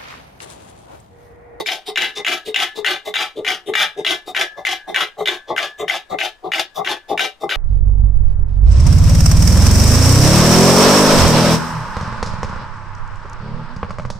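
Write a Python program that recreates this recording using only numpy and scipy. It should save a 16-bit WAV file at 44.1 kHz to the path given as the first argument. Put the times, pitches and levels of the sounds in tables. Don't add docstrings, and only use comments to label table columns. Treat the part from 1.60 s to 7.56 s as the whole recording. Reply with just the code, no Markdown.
import sys
import numpy as np
from scipy import signal
from scipy.fft import rfft, irfft, next_fast_len
from scipy.io import wavfile
from scipy.ndimage import uniform_filter1d

SR = 44100
rng = np.random.default_rng(int(sys.argv[2]) if len(sys.argv) > 2 else 0)


def dump(signal):
    limited = np.clip(np.atleast_2d(signal).T, -1, 1)
    pcm = np.round(limited * 32767).astype(np.int16)
    wavfile.write(sys.argv[1], SR, pcm)


N = 262836

# pawl drops t/s, gap to the next tooth/s, three tooth clicks level/dB (3 columns),
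# centre of the clicks' colour f/Hz, delay of the drag's crest/s,
# drag in housing, lever and boom level/dB (3 columns)
PULLS = [(0.0603, 0.016, -10.5, -10.5, -4.5, 3020, 0.052, -30, -65, -61),
         (.358, 0.016, -4.5, 0, -18, 2700, 0.067, -21.5, -60, -31),
         (0.6474, .017, -6.5, -3, -2, 2500, 0.07, -27, -30.5, -38),
         (0.9435, 0.017, -3.5, 1, -24, 2850, 0.074, -24, -31, -39),
         (1.246, 0.017, -3, 0, -3.5, 2080, .063, -25.5, -35, -41),
         (1.54, 0.016, -5.5, -3, -3.5, 2670, 0.069, -24.5, -28.5, -54),
         (1.8474, 0.018, -8.5, -7, -2.5, 2570, 0.061, -27.5, -35.5, -46),
         (2.1369, 0.016, -5.5, 0.5, -16, 2230, 0.075, -18.5, -25.5, -33.5),
         (2.4476, 0.017, -3, -1, -3, 2520, 0.064, -25.5, -35.5, -38),
         (2.7479, .0164, -8.5, -2, -4, 2270, 0.061, -28, -32, -28.5),
         (3.0507, 0.017, -4, 0, -6.5, 1890, 0.06, -27.5, -38, -31.5),
         (3.3444, 0.016, -4.5, 0.5, -6, 2350, 0.059, -23.5, -27.5, -39),
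         (3.6571, 0.016, -5, -1.8, -2.5, 2250, 0.055, -28.5, -38, -33.5),
         (3.9631, 0.016, -7.5, -2, -4, 2020, 0.065, -29.5, -30, -31.5),
         (4.2804, 0.017, -6.5, -2, -7, 2180, 0.054, -28, -41, -39.5),
         (4.587, 0.016, -7.5, -11, -1, 2060, 0.053, -30, -41.5, -46.5),
         (4.918, .0171, -5, -4, -5, 2380, 0.066, -30, -35, -39),
         (5.2467, 0.016, -11, -10.5, -4, 2480, 0.06, -29, -40, -40),
         (5.5761, 0.018, -5, -0.5, -8, 2210, 0.061, -27, -40.5, -70),
         (5.8926, .018, -8, -5, -4, 2340, 0.06, -25.5, -31, -49)]

# f/Hz, time to fade by 60 dB/s, relative level/dB
HOUSING = [(hz, .1, db) for hz, db in [ (1550, 8.5), (1770, 2.5), (1925, 6.5), (1987, -0.5), (2047, 11.0),
           (2097, -4.5), (2285, 4), (2350, 8.5), (2475, 0.5), (2590, 2), (2832, 7.0), (2892, 9),
           (3140, 8.0), (3266, 0), (3445, -16), (3520, 9), (3636, -15), (3770, 5.5), (3950, 2.0)]]
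FRAME = [(424.3, 0.19, -8.5), (356.6, 0.076, 1.5), (500, 0.092, -8), (588.3, 0.062, -2), (662.4, 0.05, 6),
         (752, 0.043, 10), (776, 0.092, 1), (851.6, 0.06, 1.5), (1072, 0.021, 9)]
LEVER = [(1185, .08, -6), (1305, .13, 0)]
THUD = [(119, 0.056, 1), (175.6, 0.12, 1.5), (265, 0.14, -8)]


def gain_of(db):
    return 10 ** (np.asarray(db) / 20)


def unit(x):
    return x / np.sqrt(np.sum(x ** 2) + 1e-20)


def read(points, hz):
    f, value = np.transpose(points)
    return np.interp(np.log(hz + 1), np.log(f + 1), value)


def coloured(x, points):
    length = x.shape[-1]
    size = next_fast_len(length, True)
    weight = gain_of(read(points, np.fft.rfftfreq(size, 1 / SR)))
    return irfft(rfft(x, size) * weight, size)[..., :length]


def add(mix, s, sound):
    at = round(s * SR)
    sound = sound[:, max(-at, 0):]
    part = mix[:, max(at, 0):][:, :sound.shape[1]]
    part += sound[:, :part.shape[1]]


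def excite(drive, answer):
    played = signal.fftconvolve(drive[None], answer, axes=1)
    return unit(played) * np.sqrt(2 * np.sum(drive ** 2))


def ring(modes, spread_db, damping=1.):
    hz, t60, db = np.transpose(modes + modes)
    size, apart, detune, start = rng.standard_normal((4, len(hz)))
    hz = hz * (1 + .003 * detune)
    t60 = t60 / damping
    t = np.arange(round(t60.max() * SR * 2 / 3)) / SR
    weight = gain_of(db + spread_db * size) * np.exp(10j * start)
    swing = np.exp(np.outer(2j * np.pi * hz - np.log(1000) / t60, t).astype(np.complex64))
    sides = np.exp(.3j * np.outer([1, -1], apart))
    tones = (weight * sides @ swing).imag
    fade_out = np.cos(np.pi / 2 * t / t[-1])
    fade_in = np.sin(np.pi / 2 * np.minimum(t * hz.min() / 1.05, 1)) ** 2
    return unit(tones * fade_out * fade_in)


def jingle(t60, above_hz):
    # f/Hz, relative level per Hz/dB
    link_colour = [(600, -43), (1100, 3), (3000, 2.5), (3300, 5.5), (4200, -8.5), (5200, -8.5),
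                   (6900, -15.5), (7600, -23), (12500, -23), (15400, -44)]
    t = np.arange(3072) / SR
    shared, own = rng.standard_normal((2, len(t)))
    own = 0.054 * own + 0.48 * np.diff(own, prepend=0)
    noise = coloured(np.array([shared + own, shared - own]), link_colour)
    rings = signal.lfilter(*signal.butter(3, above_hz, "high", fs=SR), noise)
    return unit(rings * gain_of(-60 * t / t60))


def grit(size, per_s, spread_db):
    strength = gain_of(spread_db * np.minimum(rng.exponential(1, size), 4))
    happens = rng.random(size) < per_s / SR
    knocks = strength * rng.standard_normal(size) * happens
    return unit(knocks) * np.sqrt(size)


def from_slack_to_taut(slack, taut):
    return np.linspace(slack, taut, len(PULLS))


def air():
    # f/Hz, relative level per Hz/dB
    air_colour = [(20, 4.5), (130, -13), (240, -12.5), (790, -7.5), (3600, -20), (9000, -30), (15400, -40)]
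    level_db = -54.5
    shared, left, right = rng.standard_normal((3, N))
    hush = coloured(np.array([shared + 1.7 * left, shared + 0.91 * right]), air_colour)
    return gain_of(level_db) * hush / hush.std()


def shop(x):
    # f/Hz, time to fade by 60 dB/s
    echo_fade = [(200, 0.028), (4000, 0.22), (10000, 0.097)]
    taps = np.zeros((2, SR // 2))
    slots = np.arange(100, SR // 2 - 20, 20)
    at = slots + rng.integers(0, 20, (2, (SR // 2 - 101) // 20))
    np.put_along_axis(taps, at, rng.choice([-1., 1.], at.shape), 1)
    hz, t, z = signal.stft(taps, SR, nperseg=256)
    fade = gain_of(-60 * t / read(echo_fade, hz)[:, None])
    tail = signal.istft(z * fade, SR, nperseg=256)[1]
    tail = tail / np.linalg.norm(tail[0])
    return signal.fftconvolve(x[None], tail, axes=1)[:, :N]


def returns():
    # t/s, groan delay/s (its bell peaks 0.014 s sooner),
    # scrape, squeak, upper frame and lower frame relative level/dB (4 columns)
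    swings_back = [(-.03, 0.02, -28, -30, -18.5, -20.5), (0.2623, 0.033, -30, -44, -30.5, -27.5),
                   (0.5554, 0.041, -29, -32, -32, -28), (0.8543, 0.04, -32, -43, -39.5, -23),
                   (1.154, 0.035, -33.5, -43, -31, -21), (1.4524, 0.031, -33, -33.5, -26, -25),
                   (1.7589, 0.04, -43, -55, -33.5, -22.5), (2.0624, 0.038, -36, -42, -32, -20.5),
                   (2.3721, 0.014, -39.5, -38, -25.5, -16.5), (2.664, .033, -36.5, -46, -26.5, -36.5),
                   (2.967, 0.02, -47, -40, -25.5, -37), (3.275, 0.014, -38.5, -35.5, -20.5, -23.5),
                   (3.5828, 0.016, -40, -36, -19, -17.5), (3.877, 0.043, -39, -40, -20, -33.5),
                   (4.183, 0.045, -34.5, -34.5, -22, -21), (4.4954, 0.04, -40.5, -37, -19.5, -30),
                   (4.837, 0.021, -48, -54, -19, -25), (5.149, 0.058, -34.5, -46, -20.5, -34),
                   (5.4855, 0.047, -36, -49, -17.5, -27), (5.805, 0.051, -42.5, -42.5, -21, -26.5)]
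    # f/Hz, time to fade by 60 dB/s, relative level/dB
    guide = [(3200, .03, -9), (3520, .05, 0), (3720, .05, -1)]
    out = np.zeros((2, N))
    t = np.arange(-.02, .11, 1 / SR)
    for s, delay, scrape_db, squeak_db, upper_db, lower_db in swings_back:
        scrape_on = 1 / (1 + np.exp(-t / 0.0036))
        scrape_swell = gain_of(-6 * ((t - .022) / 0.023) ** 2)
        scrape = grit(len(t), 8000, 0.7) * scrape_on * scrape_swell
        groan_on = 1 / (1 + np.exp((.012 - t) / 0.0079))
        groan_swell = gain_of(-6 * ((t - delay + 0.014) / 0.03) ** 2)
        groan = grit(len(t), 3000, 4.1) * groan_on * groan_swell
        thud_db = -40.5 + 1.56 * (upper_db + 21.5)
        steel = [
            (scrape, scrape_db, ring(guide, 3.4)),
            (scrape, scrape_db - 2.5, jingle(0.0025, 3260)),
            (groan, squeak_db, ring(HOUSING[3:6], 3.9)),
            (groan, upper_db, ring(FRAME[1:] + LEVER[:1], 2.35, damping=1.52)),
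            (groan, lower_db, ring(FRAME[:1], 0)),
            (groan, thud_db, ring(THUD, 4.3)),
        ]
        for drive, part_db, answer in steel:
            add(out, s + t[0], gain_of(part_db) * excite(drive, answer))
    return out


def pulls():
    # f/Hz, time to fade by 60 dB/s, relative level/dB
    boom = [(1663, 0.58, -3), (1620, 0.49, -8), (1540, 0.56, -15), (1480, 0.19, -14), (1722, 0.52, 0)]
    rattle_db = from_slack_to_taut(-25, -27.5)
    frame_db = from_slack_to_taut(-28, -25.5)
    fall_db_per_s = from_slack_to_taut(278, 412)
    out = np.zeros((2, N))
    t = np.arange(-.06, .2, 1 / SR)
    tightening = zip(PULLS, rattle_db, frame_db, fall_db_per_s)
    for (s, *_, crest, db, lever_db, boom_db), links_db, body_db, fall in tightening:
        rise_db = -8 * (t / 0.11) ** 2
        fall_db = -fall * (np.sqrt(t ** 2 + 0.011 ** 2) - .02)
        speed_db = np.where(t < 0, rise_db, fall_db)
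        drag = gain_of(speed_db) * grit(len(t), 4000, 3.84) * signal.windows.tukey(len(t), .05)
        clumps = abs(grit(len(t) // 64 + 1, SR, 1.1).repeat(64)[:len(t)])
        rattle = drag * gain_of(0.34 * speed_db) * clumps
        load = drag * gain_of(-6 * (np.minimum(t, 0) / 0.041) ** 2)
        steel = [
            (drag, db, ring(HOUSING, 0.94)),
            (load, db, jingle(0.036, 1190)),
            (rattle, links_db, jingle(0.1, 3370)),
            (load, body_db, ring(FRAME, 2.9)),
            (load, lever_db, ring(LEVER, 3.5)),
            (drag, boom_db, ring(boom, 1.5)),
            (load, db - 29.5, ring(THUD, 0.92)),
        ]
        for drive, part_db, answer in steel:
            add(out, s + crest + t[0], gain_of(part_db) * excite(drive, answer))
    return out


def clicks():
    # t/s, relative blow level/dB
    link_knocks = [(.411, -13), (.4196, -4.5), (.4269, -17), (.682, -5.5), (.7178, -8), (1.0007, -5),
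                   (1.0264, -12.5), (1.2557, -14), (1.284, -12), (1.548, -13.5), (1.5797, -15),
                   (1.6084, -9.5), (1.6167, -12), (1.9029, -5.5), (2.2078, -8), (2.508, -3), (2.8118, -1.5),
                   (3.1102, -10), (3.3829, -12), (3.4073, -6.5), (3.973, -13), (4.9816, -10)]
    # f/Hz, time to fade by 60 dB/s, relative level/dB
    pawl = [(5160, 0.091, 0), (6620, 0.13, -1.5)]
    pawl_tip = [(7050, .03, 0)]
    tooth_treble_db = [-16, -14.5, -31]
    knock_treble_db = -9.5
    tooth_places = [0, 1, 1.63]
    focus_db = from_slack_to_taut(-9, -15)
    tip_db = from_slack_to_taut(9, -15.5)

    out = np.zeros((2, N))
    drops = np.transpose(PULLS)[0]
    seat_db = 6 * uniform_filter1d(rng.standard_normal((len(PULLS), len(HOUSING))), size=3)
    blows = [(s, db, knock_treble_db) for s, db in link_knocks]
    for s, gap, *rest in PULLS:
        for place, db, treble_db in zip(tooth_places, rest, tooth_treble_db):
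            blows.append((s + place * gap, db, treble_db))

    for s, db, treble_db in blows:
        pull = abs(drops - s).argmin()
        centre_hz = PULLS[pull][5]
        housing = []
        for (hz, t60, own_db), seat in zip(HOUSING, seat_db[pull]):
            off_centre_db = focus_db[pull] * np.log2(hz / centre_hz) ** 2
            housing.append((hz, t60, own_db + seat + off_centre_db))
        bounce = np.zeros(200)
        bounce_s = rng.uniform(.0014, .0024)
        bounce[[0, round(bounce_s * SR)]] = .7, .7 * rng.choice([-1, 1])
        crack = ring(housing, 2, damping=10)
        add(out, s, gain_of(db + 10.5) * excite(bounce, crack))
        add(out, s, gain_of(db + 14.5) * ring(housing, 0.57, damping=0.68))
        add(out, s, gain_of(db + treble_db + 12.5) * jingle(0.052, 5750))
        add(out, s, gain_of(db + treble_db + 9.0) * ring(pawl, 7.2))
        add(out, s, gain_of(db + treble_db + tip_db[pull]) * excite(bounce, ring(pawl_tip, 0)))
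        add(out, s, gain_of(db - 3.5) * ring(FRAME[2:] + LEVER, 0.41))
    return out


def scene():
    hoist = clicks() + pulls() + returns()
    echo = gain_of(-13.0) * shop(hoist.mean(0))
    left_right = gain_of([[.8], [-2.2]])
    return left_right * (hoist + echo) + air()


def record(dry):
    edge_hz = 15600
    bent = 1.1 * np.tanh(dry / 1.1)
    low_pass = signal.firwin(511, edge_hz, window=("kaiser", 9), fs=SR)
    return signal.oaconvolve(bent, low_pass[None], "same")


dry = scene()
out = record(dry)
dump(out)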